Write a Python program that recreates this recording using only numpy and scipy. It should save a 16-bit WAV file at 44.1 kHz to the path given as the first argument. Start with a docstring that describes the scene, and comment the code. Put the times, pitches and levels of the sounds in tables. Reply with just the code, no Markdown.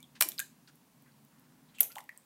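"""Crabs scrabble in a wet bathtub: claws and shells clack, small air pockets pop, legs scuff the wall,
and the tiled bathroom rings after each sound over a low building hum and microphone hiss.
Clacks are gritty contacts ringing shell modes, pops are dying sines gliding in pitch (most rise),
scuffs are resonant grit, the room is tub echoes plus noise tails, hum and hiss are shaped noise."""
import sys
import numpy as np
from scipy import signal
from scipy.io import wavfile
from scipy.ndimage import uniform_filter1d

SR = 44100
rng = np.random.default_rng(int(sys.argv[2]) if len(sys.argv) > 2 else 0)


def master(y):
    """Save y as 16-bit WAV."""
    cut = np.clip(np.atleast_2d(y).T, -1, 1)
    pcm = np.round(cut * 32767)  # scale
    wavfile.write(sys.argv[1], SR, pcm.astype(np.int16))


def natural_amplitude(level_db):
    """Convert a level in decibels to a linear amplitude factor, elementwise."""
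    exponent = np.asarray(level_db, float) / 20
    return 10 ** exponent


N = 99225


def read(points, hz):
    """Interpolates a (Hz, value) curve on a log-frequency axis."""
    f, value = np.transpose(points)
    return np.interp(np.log(hz + 1), np.log(f + 1), value)


def add(mix, start_s, sound):
    """Mixes a sound in at start_s, cut at the end of the mix."""
    part = mix[round(start_s * SR):][:len(sound)]
    part += sound[:len(part)]


def peaked(x):
    """Scales to peak 1."""
    return x / (abs(x).max() + 1e-20)


def hum():
    """Low building hum and microphone hiss: random short-time spectra with faint patches."""
    # noise spectrum: (frequency [Hz], relative level [dB])
    hum_spectrum = [(15, -42.5), (25, -18), (27, -37), (48, -40), (64, -18.5), (107, -15.5), (140, 0.5),
                    (194, -4.5), (247, 1), (350, -14.5), (553, -16.5), (874, -16), (948, -14), (1310, -21),
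                    (1420, -21.5), (2430, -23), (3640, -25), (4900, -25.5), (5920, -26), (11300, -26),
                    (15600, -26)]
    # slow drift of the low hum, used relative to its mean: (time [s], level [dB])
    hum_drift = [(0.0, -68.5), (0.09, -67), (1.16, -69), (1.65, -66), (1.82, -73.5), (2.25, -73.5)]
    rms_db, patch_rms_db = -64, 0.5
    hum_top_hz, hiss_top_hz = 446, 15850
    size, hop = 4096, 1024
    frames, hz = N // hop + 5, np.fft.rfftfreq(size, 1 / SR)

    real, imag, patches = rng.standard_normal((frames, len(hz), 3)).T
    patches = uniform_filter1d(uniform_filter1d(patches, 40, axis=0), 3, axis=1)
    shape_db = read(hum_spectrum, hz)[:, None] + patch_rms_db * patches / patches.std()
    spectra = (real + 1j * imag) * (hz < hiss_top_hz)[:, None] * natural_amplitude(shape_db)

    drift_s, drift_db = np.transpose(hum_drift)
    frame_s = (np.arange(frames) - 1) * hop / SR
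    spectra[hz < hum_top_hz] *= natural_amplitude(np.interp(frame_s, drift_s, drift_db - drift_db.mean()))
    x = signal.istft(spectra, nperseg=size, noverlap=size - hop)[1][:N]
    return natural_amplitude(rms_db) * x / x.std()


def pop(level_db, start_hz, ratio, t60_s):
    """Air pocket, or a tonal ring with a clack: a dying sine whose pitch glides by ratio over half its t60."""
    rise_cycles = 1.8
    t = np.arange(0, t60_s, 1 / SR)
    pitch_hz = start_hz * ratio ** np.minimum(2 * t / t60_s, 1)
    rise = 1 - np.exp(-t * start_hz / rise_cycles)
    return natural_amplitude(level_db - 60 * t / t60_s) * rise * np.sin(2 * np.pi * np.cumsum(pitch_hz) / SR)


def clack(treble_db, mid_db, low_db, contact_s):
    """A hard tick and contact grit ring the shell's modes, levelled in three bands; the tub wall thumps."""
    # shell modes: (nominal frequency [Hz], nominal level [dB], t60 [s])
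    shell_modes = [(1900, -4, 0.0013), (2600, 11, 0.0022), (3200, 9.5, 0.0019), (4100, 5, 0.0016),
                   (5630, -7.5, .002), (6870, 1, 0.0011), (7050, 5, 0.0018), (8260, 10.5, 0.0015),
                   (10430, -3.5, 0.0052), (11640, 6.5, 0.0032), (13200, 1.5, .002), (12690, 14.5, 0.001),
                   (14800, 1.5, .0015)]
    # limits of the low, upper mid and treble bands: [Hz]
    band_edges_hz = (1150, 4700, 9500, 15700)
    mode_spread_db, mode_detune = 4, 0.039  # either way
    grit_per_s, touch_s = 9000, 0.0002
    thump_db, thump_s = -29, 0.0008  # thump_db is relative to the treble level
    count = 900
    t = np.arange(count) / SR

    signs = np.sign(rng.random(count) - 0.5)
    grit = signs * (rng.random(count) < grit_per_s / SR) * np.exp(-t / abs(contact_s))
    grit[0] = 1  # first tick
    ringing = np.zeros(count)
    for mode_hz, mode_db, t60_s in shell_modes:
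        u, v = rng.uniform(-1, 1, 2)
        decay = natural_amplitude(mode_db + mode_spread_db * u - 60 * t / t60_s)
        ring = decay * np.sin(2 * np.pi * mode_hz * (1 + mode_detune * v) * t)
        ringing += np.convolve(grit, ring)[:count]
    ringing *= (1 - np.exp(-t / touch_s)) ** 2

    # wall pushed, then released
    push = (1 - t / thump_s) * np.exp(-t / thump_s)
    out = natural_amplitude(treble_db + thump_db) * push * np.minimum(t / touch_s, 1)
    for band_db, limits_hz in zip((low_db, mid_db, treble_db), zip(band_edges_hz, band_edges_hz[1:])):
        sos = signal.butter(4, limits_hz, "band", fs=SR, output="sos")
        out += natural_amplitude(band_db) * peaked(signal.sosfilt(sos, ringing))
    return out


def scuff(length_s, level_db, centre_hz, width_hz):
    """Leg on the tub wall: dense grit of uneven size through a broad resonance, twice, under a stroke."""
    grit_per_s, size_spread_db = 9000, 2.5
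    count = 24000  # longer strokes are cut here
    t = np.arange(count) / SR
    sign_draw, grain_draw, size_draw = rng.random((3, count))
    grains = np.sign(sign_draw - 0.5) * (grain_draw < grit_per_s / SR)
    grit = grains * natural_amplitude(-size_spread_db * np.log(size_draw + 0.0035))
    b, a = signal.iirpeak(centre_hz, centre_hz / width_hz, SR)
    rub = signal.lfilter(b, a, signal.lfilter(b, a, grit))
    stroke = np.sqrt(np.clip(1 - t / length_s, 0, 1)) * np.minimum(t / length_s / 0.14, 1)
    return natural_amplitude(level_db) * rub / rub.std() * stroke


def bathroom(x):
    """Echoes off the tub walls, then three noise tails fed in turn, each band dying at its own speed."""
    # tub wall reflections: (delay [s], level [dB])
    tub_echoes = [(.0029, -19), (.0062, -16.5), (0.0105, -22), (.0175, -39), (.0235, -24)]
    # room decay: (frequency [Hz], t60 [s])
    room_t60 = [(300, 0.8), (790, 0.16), (2090, 0.29), (5510, 0.28), (14600, 0.22)]
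    # initial tail spectrum: (frequency [Hz], relative level [dB])
    room_colour = [(200, -26.5), (500, 26.5), (1000, -0.3), (3000, 2.7), (7000, 5.1), (12000, 3.5),
                   (15500, 2.5), (16300, -21.5)]
    tail_db, tail_start_s, turn_hz = -13.5, 0.003615, 7

    early = np.zeros(SR // 20)
    for delay_s, echo_db in tub_echoes:
        early[round(delay_s * SR)] = natural_amplitude(echo_db)

    count = SR // 2
    noise = rng.standard_normal((3, count)) * (np.arange(count) > tail_start_s * SR)
    hz, t, spectra = signal.stft(noise, SR, nperseg=128)
    decay_db = read(room_colour, hz)[:, None] - 60 * t / read(room_t60, hz)[:, None]
    tails = signal.istft(spectra * natural_amplitude(decay_db), SR, nperseg=128)[1]

    phase = 2 * np.pi * turn_hz * np.arange(N) / SR
    wet = np.zeros(N)
    for k, tail in enumerate(tails):
        wet += signal.fftconvolve(x * np.cos(phase + k * np.pi / 3), tail)[:N]
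    return signal.fftconvolve(x, early)[:N] + natural_amplitude(tail_db) * wet / np.linalg.norm(tails[0])


def scene():
    """Crabs in the tub, the bathroom around them, the hum."""
    # air pockets, plus a few clear rings that sound with clacks (near 950 Hz at 0.21 and 0.22 s, near 7.7 kHz
    # at 2.175 s): (time [s], level [dB], start pitch [Hz], end-to-start pitch ratio, t60 [s])
    pops = [(0.001, -59.5, 2260, 1.1, 0.086), (.0285, -40, 3370, 1.17, 0.013),
            (.0405, -48.5, 3385, 0.93, 0.029), (.3185, -31, 3470, 1.02, 0.0067),
            (.3797, -33.5, 5000, .97, 0.019), (.3855, -16, 3940, 1.1, 0.0038),
            (.3932, -27.5, 1524, 1.24, 0.045), (0.413, -37.5, 1550, 1.2, 0.066),
            (1.12, -58.5, 4670, 0.92, .012), (1.7845, -40, 2420, 1.8, 0.04), (1.797, -37, 2200, .95, .015),
            (1.9, -55, 1340, 1.18, 0.12), (1.918, -41.5, 4130, 2, 0.011), (1.9575, -42.5, 580, 1.48, .03),
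            (1.9665, -27.5, 836, 1.08, 0.029), (1.974, -33, 994, 1.09, 0.021),
            (2.003, -34, 926, 1.18, 0.011), (2.013, -51.5, 833, 1.8, 0.055), (1.987, -37, 870, 2.2, 0.027),
            (2.11, -49, 1900, 1.46, 0.013), (2.127, -49, 1820, 1.06, 0.018), (2.004, -46, 3630, 0.9, 0.011),
            (1.978, -45.5, 2940, 0.93, 0.03), (1.9835, -22.5, 2040, 0.94, 0.006),
            (2.0919, -29.5, 1850, 1.06, 0.022), (2.0919, -31.5, 2230, 0.894, 0.012),
            (2.162, -60.5, 4620, 1.07, .015), (2.1756, -39, 7760, 1.53, 0.009),
            (1.9545, -39, 8250, 1.02, 0.0055), (1.989, -45, 14800, 1.5, 0.0037),
            (.162, -61.5, 3200, 1.03, 0.027), (.165, -48, 1800, 0.8, 0.019), (.675, -46, 4100, 1.8, 0.013),
            (.2105, -26.5, 971, 0.58, 0.019), (.2222, -29.5, 990, 1.2, 0.018),
            (.2228, -28.5, 4120, 1.02, 0.019), (1.831, -20.5, 7240, 0.65, .005),
            (0.2325, -15, 7200, 2.8, 0.004)]
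    # claw and shell contacts:
    # (time [s], treble peak [dB], upper mid peak [dB], low peak [dB], contact decay [s])
    clacks = [(0.0039, -55.0, -53.0, -64.0, 0.0007), (0.0282, -47.0, -46.0, -57.0, 0.0004),
              (0.204, -40, -43, -70, 0.003), (0.2074, -18.0, -22.0, -34.0, 0.0007),
              (0.2083, -11.0, -15.0, -24.0, 0.001), (0.2116, -7.0, -15.0, -13.0, 0.0004),
              (0.2218, -11.0, -20.0, -20.0, 0.0004), (0.2231, -16.0, -15.0, -19.0, 0.001),
              (0.2248, -20.0, -22.0, -24.0, 0.0007), (0.2305, -23.0, -29.0, -36.0, 0.001),
              (0.2874, -21.0, -29.0, -42.0, 0.001), (0.2907, -28.0, -37.0, -46.0, 0.0007),
              (0.3189, -36.0, -36.0, -46.0, 0.0007), (0.3794, -43.0, -45.0, -50.0, 0.0007),
              (0.3859, -37.0, -44.0, -45.0, 0.001), (0.3929, -22.0, -23.0, -32.0, 0.001),
              (0.4002, -23.0, -24.0, -29.0, 0.0004), (0.4014, -29.0, -30.0, -32.0, 0.0007),
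              (0.7555, -52.0, -69.0, -80.0, 0.0007), (1.0225, -52.0, -72.0, -80.0, 0.0007),
              (1.2493, -51.0, -68.0, -78.0, 0.0007), (1.3966, -50.0, -75.0, -79.0, 0.0007),
              (1.785, -44.0, -47.0, -50.0, 0.0007), (1.7917, -50.0, -46.0, -55.0, 0.0007),
              (1.797, -65.0, -42.0, -52.0, 0.0007), (1.8028, -36, -40, -60, 0.002),
              (1.8055, -7.0, -21.0, -36.0, 0.001), (1.8078, -3.0, -28.0, -23.0, 0.0004),
              (1.8102, -19.0, -33.0, -38.0, 0.0007), (1.8232, -26.0, -32.0, -50.0, 0.0007),
              (1.832, -21.0, -35.0, -49.0, 0.001), (1.8375, -27.0, -36.0, -53.0, 0.0007),
              (1.9192, -53.0, -46.0, -51.0, 0.0007), (1.9251, -43.0, -56.0, -56.0, 0.0007),
              (1.9541, -41.0, -47.0, -62.0, 0.0007), (1.9578, -39.0, -42.0, -37.0, 0.0004),
              (1.9673, -48.0, -51.0, -51.0, 0.0007), (1.9835, -37.0, -40.0, -42.0, 0.0004),
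              (1.9888, -42.0, -55.0, -50.0, 0.0007), (2.0056, -50.0, -47.0, -50.0, 0.0007),
              (2.0399, -50.0, -68.0, -69.0, 0.0007), (2.0921, -48.0, -51.0, -46.0, 0.0007),
              (2.1754, -39.0, -49.0, -68.0, 0.0004)]
    # leg strokes: (time [s], length [s], level [dB], centre [Hz], width [Hz])
    scuffs = [(0.15, 0.033, -56, 2315, 4000), (.674, 0.029, -60, 3889, 5000),
              (.675, 0.031, -61.5, 1490, 400), (1.055, 0.058, -69, 1640, 800),
              (1.683, 0.033, -69, 3740, 1480), (1.738, 0.064, -62.5, 2980, 1500),
              (1.746, 0.029, -64.5, 7500, 2980), (1.962, 0.055, -59.5, 9600, 9720),
              (0.207, .02, -38, 750, 536), (1.25, 0.71, -74.5, 1370, 1190), (0.252, 0.035, -53.5, 313, 162),
              (0.303, 0.06, -63, 3000, 4000), (1.807, 0.061, -53, 2500, 2960),
              (1.81, 0.039, -52.5, 627, 500), (1.8996, .03, -60, 2200, 1500)]
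    floor, crabs = hum(), np.zeros(N)
    for sound, events in ((pop, pops), (clack, clacks), (scuff, scuffs)):
        for start_s, *settings in events:
            add(crabs, start_s, sound(*settings))
    return (crabs + bathroom(crabs) + floor)[None]


def top_cut(x):
    """Nothing passes above the cut-off."""
    return signal.sosfilt(signal.butter(12, 17110, fs=SR, output="sos"), x)


def record(dry):
    """Limits the band with a linear-phase low-pass."""
    edge_hz = 16900
    low_pass = signal.firwin(127, edge_hz, fs=SR)
    mix = signal.oaconvolve(dry, low_pass[None], "same")
    return top_cut(mix)


dry = scene()
out = record(dry)
master(out)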